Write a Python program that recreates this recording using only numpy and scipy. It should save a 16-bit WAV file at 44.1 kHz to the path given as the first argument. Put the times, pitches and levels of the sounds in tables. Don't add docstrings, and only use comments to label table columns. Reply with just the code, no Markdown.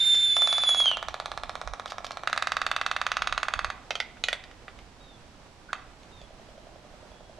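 import sys
import numpy as np
from scipy import signal
from scipy.fft import rfft, irfft, next_fast_len
from scipy.io import wavfile
from scipy.ndimage import uniform_filter1d

SR = 44100
rng = np.random.default_rng(int(sys.argv[2]) if len(sys.argv) > 2 else 0)


def file_out(sig):
    cols = np.atleast_2d(sig).T
    lim = np.clip(cols, -1, 1)
    pcm = np.round(lim * 32767).astype(np.int16)
    wavfile.write(sys.argv[1], SR, pcm)


N = 325899
TIME = np.arange(N) / SR


def amp(db):
    return 10 ** (np.asarray(db) / 20)


def evened(x):
    return x / np.sqrt(np.mean(x ** 2) + 1e-20)


def read(points, hz):
    f, value = np.transpose(points)
    return np.interp(np.log(hz + 1), np.log(f + 1), value)


def add(mix, start_s, sound):
    part = mix[max(round(start_s * SR), 0):][:len(sound)]
    part += sound[:len(part)]


def noise(colour, size):
    n = next_fast_len(size)
    gain = amp(read(colour, np.fft.rfftfreq(n, 1 / SR)))
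    return evened(irfft(rfft(rng.standard_normal(n)) * gain, n)[:size])


def wander(hz, size):
    return evened(signal.sosfilt(signal.butter(2, hz, fs=SR, output="sos"), rng.standard_normal(size)))


def puffs(rows, colour, grain_db, grain_hz):
    level = np.zeros(N)
    for start_s, length_s, db in rows:
        add(level, start_s, amp(db) * np.hanning(int(length_s * SR)))
    return level * evened(noise(colour, N) * amp(grain_db * wander(grain_hz, N)))


# frequency_hz, gain_db
AIR_COLOUR = [(15, -5), (28, 0), (60, -2.5), (130, -8), (250, -9.5), (430, -12.5), (750, -12), (1050, -15),
              (2000, -20.5), (4000, -23.5), (6000, -27), (10000, -38.5), (13500, -51)]
# frequency_hz, likeness (0 to 1)
AIR_LIKENESS = [(30, 0.99), (120, 0.85), (500, 0.83), (2000, 0.27), (6000, 0.062), (12000, 0.067)]
# time_s, gain_db
AIR_SWELL = [(0, 1), (3.5, 2), (4.8, 1.5), (5.8, 1), (6.3, 2), (7.39, 1.5)]

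def open_air(level_db=-53):
    n = next_fast_len(N)
    hz = np.fft.rfftfreq(n, 1 / SR)
    left, other = rfft(rng.standard_normal((2, n)))
    likeness = read(AIR_LIKENESS, hz)
    right = likeness * left + np.sqrt(1 - likeness ** 2) * other
    pair = irfft(np.array([left, right]) * amp(read(AIR_COLOUR, hz)), n)[:, :N]
    swell_db = np.interp(TIME, *np.transpose(AIR_SWELL)) + .5 * wander(5.4, N)
    whine = amp(-80) * wander(60, N) * np.sin(2 * np.pi * 7880 * TIME)
    return evened(pair) * amp(level_db + swell_db) + whine


# start_s, length_s, level_db
GUSTS = [(0, 0.084, -44.5), (1.0, 0.18, -44.5), (1.28, 0.3, -48.5), (1.63, 0.15, -35), (3.08, 0.405, -45),
         (3.47, 0.26, -35.5)]
# frequency_hz, gain_db
GUST_COLOUR = [(15, -30), (35, 9.5), (80, -1), (130, -16), (300, -45), (1000, -66)]

def wind():
    return puffs(GUSTS, GUST_COLOUR, grain_db=2.5, grain_hz=26.2) * amp([[-13], [-3]])


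# frequency_hz, fade_s
ECHO_FADE = [(300, 0.14), (800, 0.87), (1500, 0.51), (3300, 0.57), (4500, 0.22), (6000, 0.14),
             (12000, 0.23)]
# frequency_hz, gain_db
ECHO_COLOUR = [(300, -16), (750, 3.5), (1400, -2.5), (2200, 2.5), (3300, -2), (6000, 11.5), (12000, -3)]
# slow_hz, quick_hz
PATH_DRIFT = (0.5035, 1.202)

def garden(sound, leaves_db, wall_db, tail_db, leaves_fade_s=0.082, wall_s=0.02235, likeness=0.78):
    t = np.arange(SR * 3 // 4) / SR
    out = np.array([sound, sound])
    for k in range(4):
        taps = rng.standard_normal((3, len(t)))
        taps = np.sqrt(likeness) * taps[0] + np.sqrt(1 - likeness) * taps[1:]
        leaves = taps * amp(-60 * t / leaves_fade_s) * (t > .002)
        wall = uniform_filter1d(taps, size=6) * np.exp(-((t - wall_s) / 0.0011) ** 2)
        hz, age_s, bands = signal.stft(taps, SR, nperseg=256)
        bands *= amp(read(ECHO_COLOUR, hz)[:, None] - 60 * age_s / read(ECHO_FADE, hz)[:, None])
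        tail = signal.istft(bands, SR, nperseg=256)[1][:, :len(t)] * np.clip(t / 0.051, 0, 1)
        echoes = (leaves_db, leaves), (wall_db, wall), (tail_db, tail)
        paths = sum(amp(db) * echo / np.linalg.norm(echo[0]) for db, echo in echoes)
        share = np.sqrt(1 / 2) * np.cos(2 * np.pi * PATH_DRIFT[k // 2] * TIME + k * np.pi / 2)
        out = out + signal.oaconvolve((sound * share)[None], paths, axes=1)[:, :N]
    return out


def bird_note(rows, roughness, jitter, overtones=((1, 0),)):
    time_s, hz, db = np.transpose(rows)
    t = np.arange(time_s[0], time_s[-1], 1 / SR)
    rough = np.interp(t, *np.transpose(roughness))
    pitch_hz = np.interp(t, time_s, hz) * (1 + jitter * rough * wander(230, len(t)))
    phase = 2 * np.pi * np.cumsum(pitch_hz) / SR
    note = np.zeros(len(t))
    for k, gain_db in overtones:
        flicker_db = (k - 1) * 1.5 * wander(30, len(t)) + 1.2 * wander(35, len(t))
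        note += amp(gain_db + flicker_db - (k - 1) ** 2 * 7 * rough) * np.sin(k * phase)
    note = evened(note * (1 + rough * wander(150, len(t)) + 0.53 * rough ** 2 * np.cos(phase / 2)))
    out = np.zeros(N)
    add(out, time_s[0], note * amp(np.interp(t, time_s, db)) * signal.windows.tukey(len(t), .01))
    return out


# start_s, length_s, pitch_hz, fall_hz, level_db
PEEPS = [(5.005, 0.165, 3680, 287, -60.5), (6.12, 0.14, 3610, 290, -59.5), (7.108, 0.18, 3360, 40, -68.5)]

def far_peeps():
    out, progress = np.zeros(N), np.linspace(0, 1, 20)
    arch = 0.6 * np.sin(np.pi * np.sqrt(progress)) - progress
    fade_db = -2.5 * (2 * progress - 1) ** 2
    for start_s, length_s, pitch_hz, fall_hz, db in PEEPS:
        rows = np.transpose([start_s + length_s * progress, pitch_hz + fall_hz * arch, db + fade_db])
        out += bird_note(rows, roughness=[(0, 0.22)], jitter=0.028)
    return out


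SETTLE_S = 0.45

def rattle(beat, count, level_db, db_per_s, bright_db, opening_db):
    start_s, gap_s, growth_s = beat
    k = np.arange(count)
    age_s = gap_s * k + growth_s * k ** 2 / 2
    force, edge = rng.standard_normal((count, 2)).T
    level = level_db + db_per_s * age_s + 0.1 * force
    bright = bright_db + opening_db * np.exp(-age_s / SETTLE_S) + edge
    return list(zip(start_s + age_s, level, bright))


def claps(rows, bill, rebound, rebound_s, contact_s, crack_db, crack_s, low_hz, top_hz,
          scatter=0.015, tight=0, likeness=0):
    out, t = np.zeros(N), np.arange(SR // 25) / SR
    hz, db, fade_s, rise_hz_per_s = np.transpose(bill)[:, :, None]
    treble = np.clip(np.log2(hz / 1500), 0, 1)
    closing = 1 - np.exp(-t / contact_s)
    edges = rng.standard_normal(len(t))
    for start_s, level_db, bright_db in rows:
        detune, strength = rng.standard_normal((2, len(bill), 1))
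        sharp = tight * np.exp((rows[0][0] - start_s) / SETTLE_S)
        glide = rise_hz_per_s * t ** 2 / 2
        cycles = hz * (1 + sharp + scatter * detune) * t + glide
        ring_db = db + bright_db * treble + 21 * scatter * strength - 60 * t / fade_s
        ring = (amp(ring_db) * np.sin(2 * np.pi * cycles)).sum(0)
        edges = likeness * edges + np.sqrt(1 - likeness ** 2) * rng.standard_normal(len(t))
        crack = amp(crack_db + bright_db) * np.exp(-t / crack_s) * (edges - uniform_filter1d(edges, 15))
        knock = amp(level_db) * closing * (ring + crack)
        add(out, start_s, knock)
        add(out, start_s + rebound_s * (1 + 2 * scatter * rng.standard_normal()), rebound * knock)
    out = signal.sosfilt(signal.butter(4, low_hz, "high", fs=SR, output="sos"), out)
    return signal.sosfilt(signal.butter(3, top_hz, fs=SR, output="sos"), out)


# start_s, first_gap_s, gap_growth_s
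FAR_BEAT = (6.2147, 0.09128, -0.000207)
# pitch_hz, level_db, fade_s, rise_hz_per_s
FAR_BILL = [(606, 1, 0.023, 0.0053), (780, -19, 0.01, 0), (1410, -27, .008, 0), (3300, -6, 0.0068, 0)]

def far_rattle():
    rows = rattle(FAR_BEAT, count=14, level_db=-38.5, db_per_s=1.4, bright_db=-4.5, opening_db=5)
    return claps(rows, FAR_BILL, rebound=0.12, rebound_s=0.0028, contact_s=0.00054,
                 crack_db=-20, crack_s=0.0026, low_hz=393, top_hz=5000)


# start_s, length_s, level_db
RUSTLES = [(.142, 0.021, -37), (1.862, 0.038, -46.5), (1.895, 0.023, -40), (2.04, 0.02, -41),
           (2.064, 0.0066, -34), (2.115, 0.0086, -37)]
# frequency_hz, gain_db
RUSTLE_COLOUR = [(400, -16), (1500, -11), (3500, -4), (5000, -4.5), (7000, -16.5), (10000, -27),
                 (14000, -38)]

def rustles():
    return puffs(RUSTLES, RUSTLE_COLOUR, grain_db=-1.5, grain_hz=500)


# time_s, pitch_hz, level_db
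SQUEAK = [(5.684, 1370, -60), (5.695, 1436, -40), (5.703, 1490, -41), (5.714, 1650, -64)]

def squeak():
    return bird_note(SQUEAK, roughness=[(0, 0.68)], jitter=0.079)


# time_s, pitch_hz, level_db
WHISTLE = [(0, 3580, -23), (0.12, 3578, -18), (0.17, 3559, -21.5), (0.45, 3492, -24), (0.655, 3460, -28),
           (0.695, 3428, -17.5), (0.755, 3360, -30), (0.785, 3357, -20.5), (0.835, 3310, -25.5),
           (0.885, 3150, -20.5), (0.95, 2800, -35), (0.97, 2620, -57)]
# time_s, roughness (0 is pure)
HOARSENESS = [(0, .04), (.82, .05), (.87, .35), (.97, .45)]
# pitch_multiple, gain_db
OVERTONES = [(1, 2), (2, -19.5), (3, -20.5)]
# frequency_hz, gain_db
BREATH_COLOUR = [(900, -20.5), (1300, -13.5), (1600, -1), (1850, -11), (2150, 0.5), (2450, -8.5),
                 (2750, -2), (3050, -14), (3700, 2), (4400, -6.5), (6000, -16.5), (8200, -36.5),
                 (9900, -12.5), (11300, -49)]
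# time_s, level_db
BREATH_LEVEL = [(0, -40), (.4, -43.5), (.8, -42), (.9, -46.5), (.97, -68)]

def long_whistle(swing_s=0.183, peak_s=0.0563, swing_hz=19.3, swing_db=0.9):
    time_s, hz, db = np.transpose(WHISTLE)
    t = np.linspace(time_s[0], time_s[-1], 200)
    swing = np.cos(2 * np.pi * (t - peak_s) / swing_s)
    pitch_hz = np.interp(t, time_s, hz) + swing_hz * swing
    level_db = np.interp(t, time_s, db) + swing_db * swing
    note = bird_note(np.transpose([t, pitch_hz, level_db]), HOARSENESS, jitter=0.03, overtones=OVERTONES)
    breath_db = np.interp(TIME, *np.transpose(BREATH_LEVEL), right=-150)
    return note + noise(BREATH_COLOUR, N) * amp(breath_db)


# start_s, first_gap_s, gap_growth_s
SOFT_BEAT = (0.3669, 0.053045, 0.000333)
# pitch_hz, level_db, fade_s, rise_hz_per_s
SOFT_BILL = [(750, 0.5, 0.007, 7), (1176, 6, 0.0036, 3), (1011, -10.5, 0.026, 170001),
             (2380, -6.5, 0.0085, -4), (3700, 8, 0.0024, 7), (5570, 7.5, 0.0016, -16)]

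def soft_rattle():
    rows = rattle(SOFT_BEAT, count=35, level_db=-15.5, db_per_s=-3.0, bright_db=-1.37, opening_db=5.5)
    return claps(rows, SOFT_BILL, rebound=0.057, rebound_s=0.0018, contact_s=0.00037,
                 crack_db=-3.5, crack_s=0.0011, low_hz=558, top_hz=5930, tight=0.024, likeness=0.76)


# start_s, level_db, brightness_db
SNAPS = [(0.1445, -25, -16), (3.9065, -11.5, -11.5), (3.954, -15, -9), (4.002, -12, -10),
         (4.170, -35.5, -21), (4.2385, -15.5, -2.5), (4.285, -13, -6.5), (4.329, -12.5, -8),
         (4.4386, -35.5, -4), (4.5124, -37.5, -8.5), (4.6808, -25.5, -20), (4.7888, -37.5, -7.5),
         (6.0325, -47, -2.5), (6.2156, -47.5, 0.5)]
# pitch_hz, level_db, fade_s, rise_hz_per_s
SNAP_BILL = [(745, -3.5, 0.0086, -2), (1394, -3, 0.0075, -4), (2000, -2.5, 0.017, 0),
             (1522, -7.5, 0.022, 249995), (2410, 1, 0.011, 6), (3146, 2, 0.013, -7), (3595, 6.5, 0.007, 0),
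             (4460, 6, 0.0054, -4), (5970, 9, 0.0028, 0), (6760, -6.5, 0.0097, 0)]

def bill_snaps():
    return claps(SNAPS, SNAP_BILL, rebound=0.19, rebound_s=0.00239, contact_s=0.00037,
                 crack_db=-1.0, crack_s=0.0024, low_hz=490, top_hz=6100, scatter=0.06)


# start_s, first_gap_s, gap_growth_s
HARD_BEAT = (2.3292, 0.04702, 0.000277)
# start_s, level_db, brightness_db
SINGLE_CLAPS = [(2.2737, -11, 1), (3.7016, -16.5, 0), (5.7305, -14, 0.5)]
# pitch_hz, level_db, fade_s, rise_hz_per_s
HARD_BILL = [(810, -5.5, 0.0077, -6), (1180, 7.5, 0.0061, -3), (1360, -10.5, 0.0028, 0),
             (1188, -2.5, 0.019, 200000), (2570, -6, 0.0097, -3), (3514, 7.5, 0.0035, -7),
             (4234, -8, 0.0073, 7), (6430, -2.5, 0.0034, -9)]

def hard_rattle():
    rows = rattle(HARD_BEAT, count=27, level_db=-11.5, db_per_s=-0.93, bright_db=2.5, opening_db=-0.8)
    rows += SINGLE_CLAPS
    return claps(rows, HARD_BILL, rebound=0.21, rebound_s=0.001516, contact_s=0.00099,
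                 crack_db=-8.5, crack_s=0.002, low_hz=500, top_hz=6080, tight=0.068, likeness=0.846)


def scene():
    mix = open_air() + wind()
    mix += garden(far_rattle(), leaves_db=-9, wall_db=-16, tail_db=-9.5)
    mix += garden(far_peeps() + long_whistle(), leaves_db=-22, wall_db=-21, tail_db=-18)
    mix += garden(rustles() + squeak() + soft_rattle(), leaves_db=-10.5, wall_db=-23, tail_db=-15.5)
    mix += garden(bill_snaps(), leaves_db=-7, wall_db=-29.5, tail_db=-19.5)
    return mix + garden(hard_rattle(), leaves_db=-11.5, wall_db=-27.5, tail_db=-17)


# frequency_hz, left_minus_right_db
MIC_BALANCE = [(60, -6.5), (250, -4), (1000, -3.5), (2500, -3.5), (5000, -3), (7000, -3), (10500, -6),
               (13000, -7.5)]

def record(dry):
    n = next_fast_len(N + 2048)
    tilt_db = read(MIC_BALANCE, np.fft.rfftfreq(n, 1 / SR)) / 2
    sides = irfft(rfft(dry, n) * amp([tilt_db, -tilt_db]), n)[:, :N]
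    treble_cut = signal.firwin(255, cutoff=13300, window=("kaiser", 8), fs=SR)
    return signal.oaconvolve(sides, treble_cut[None], "same")


dry = scene()
out = record(dry)
file_out(out)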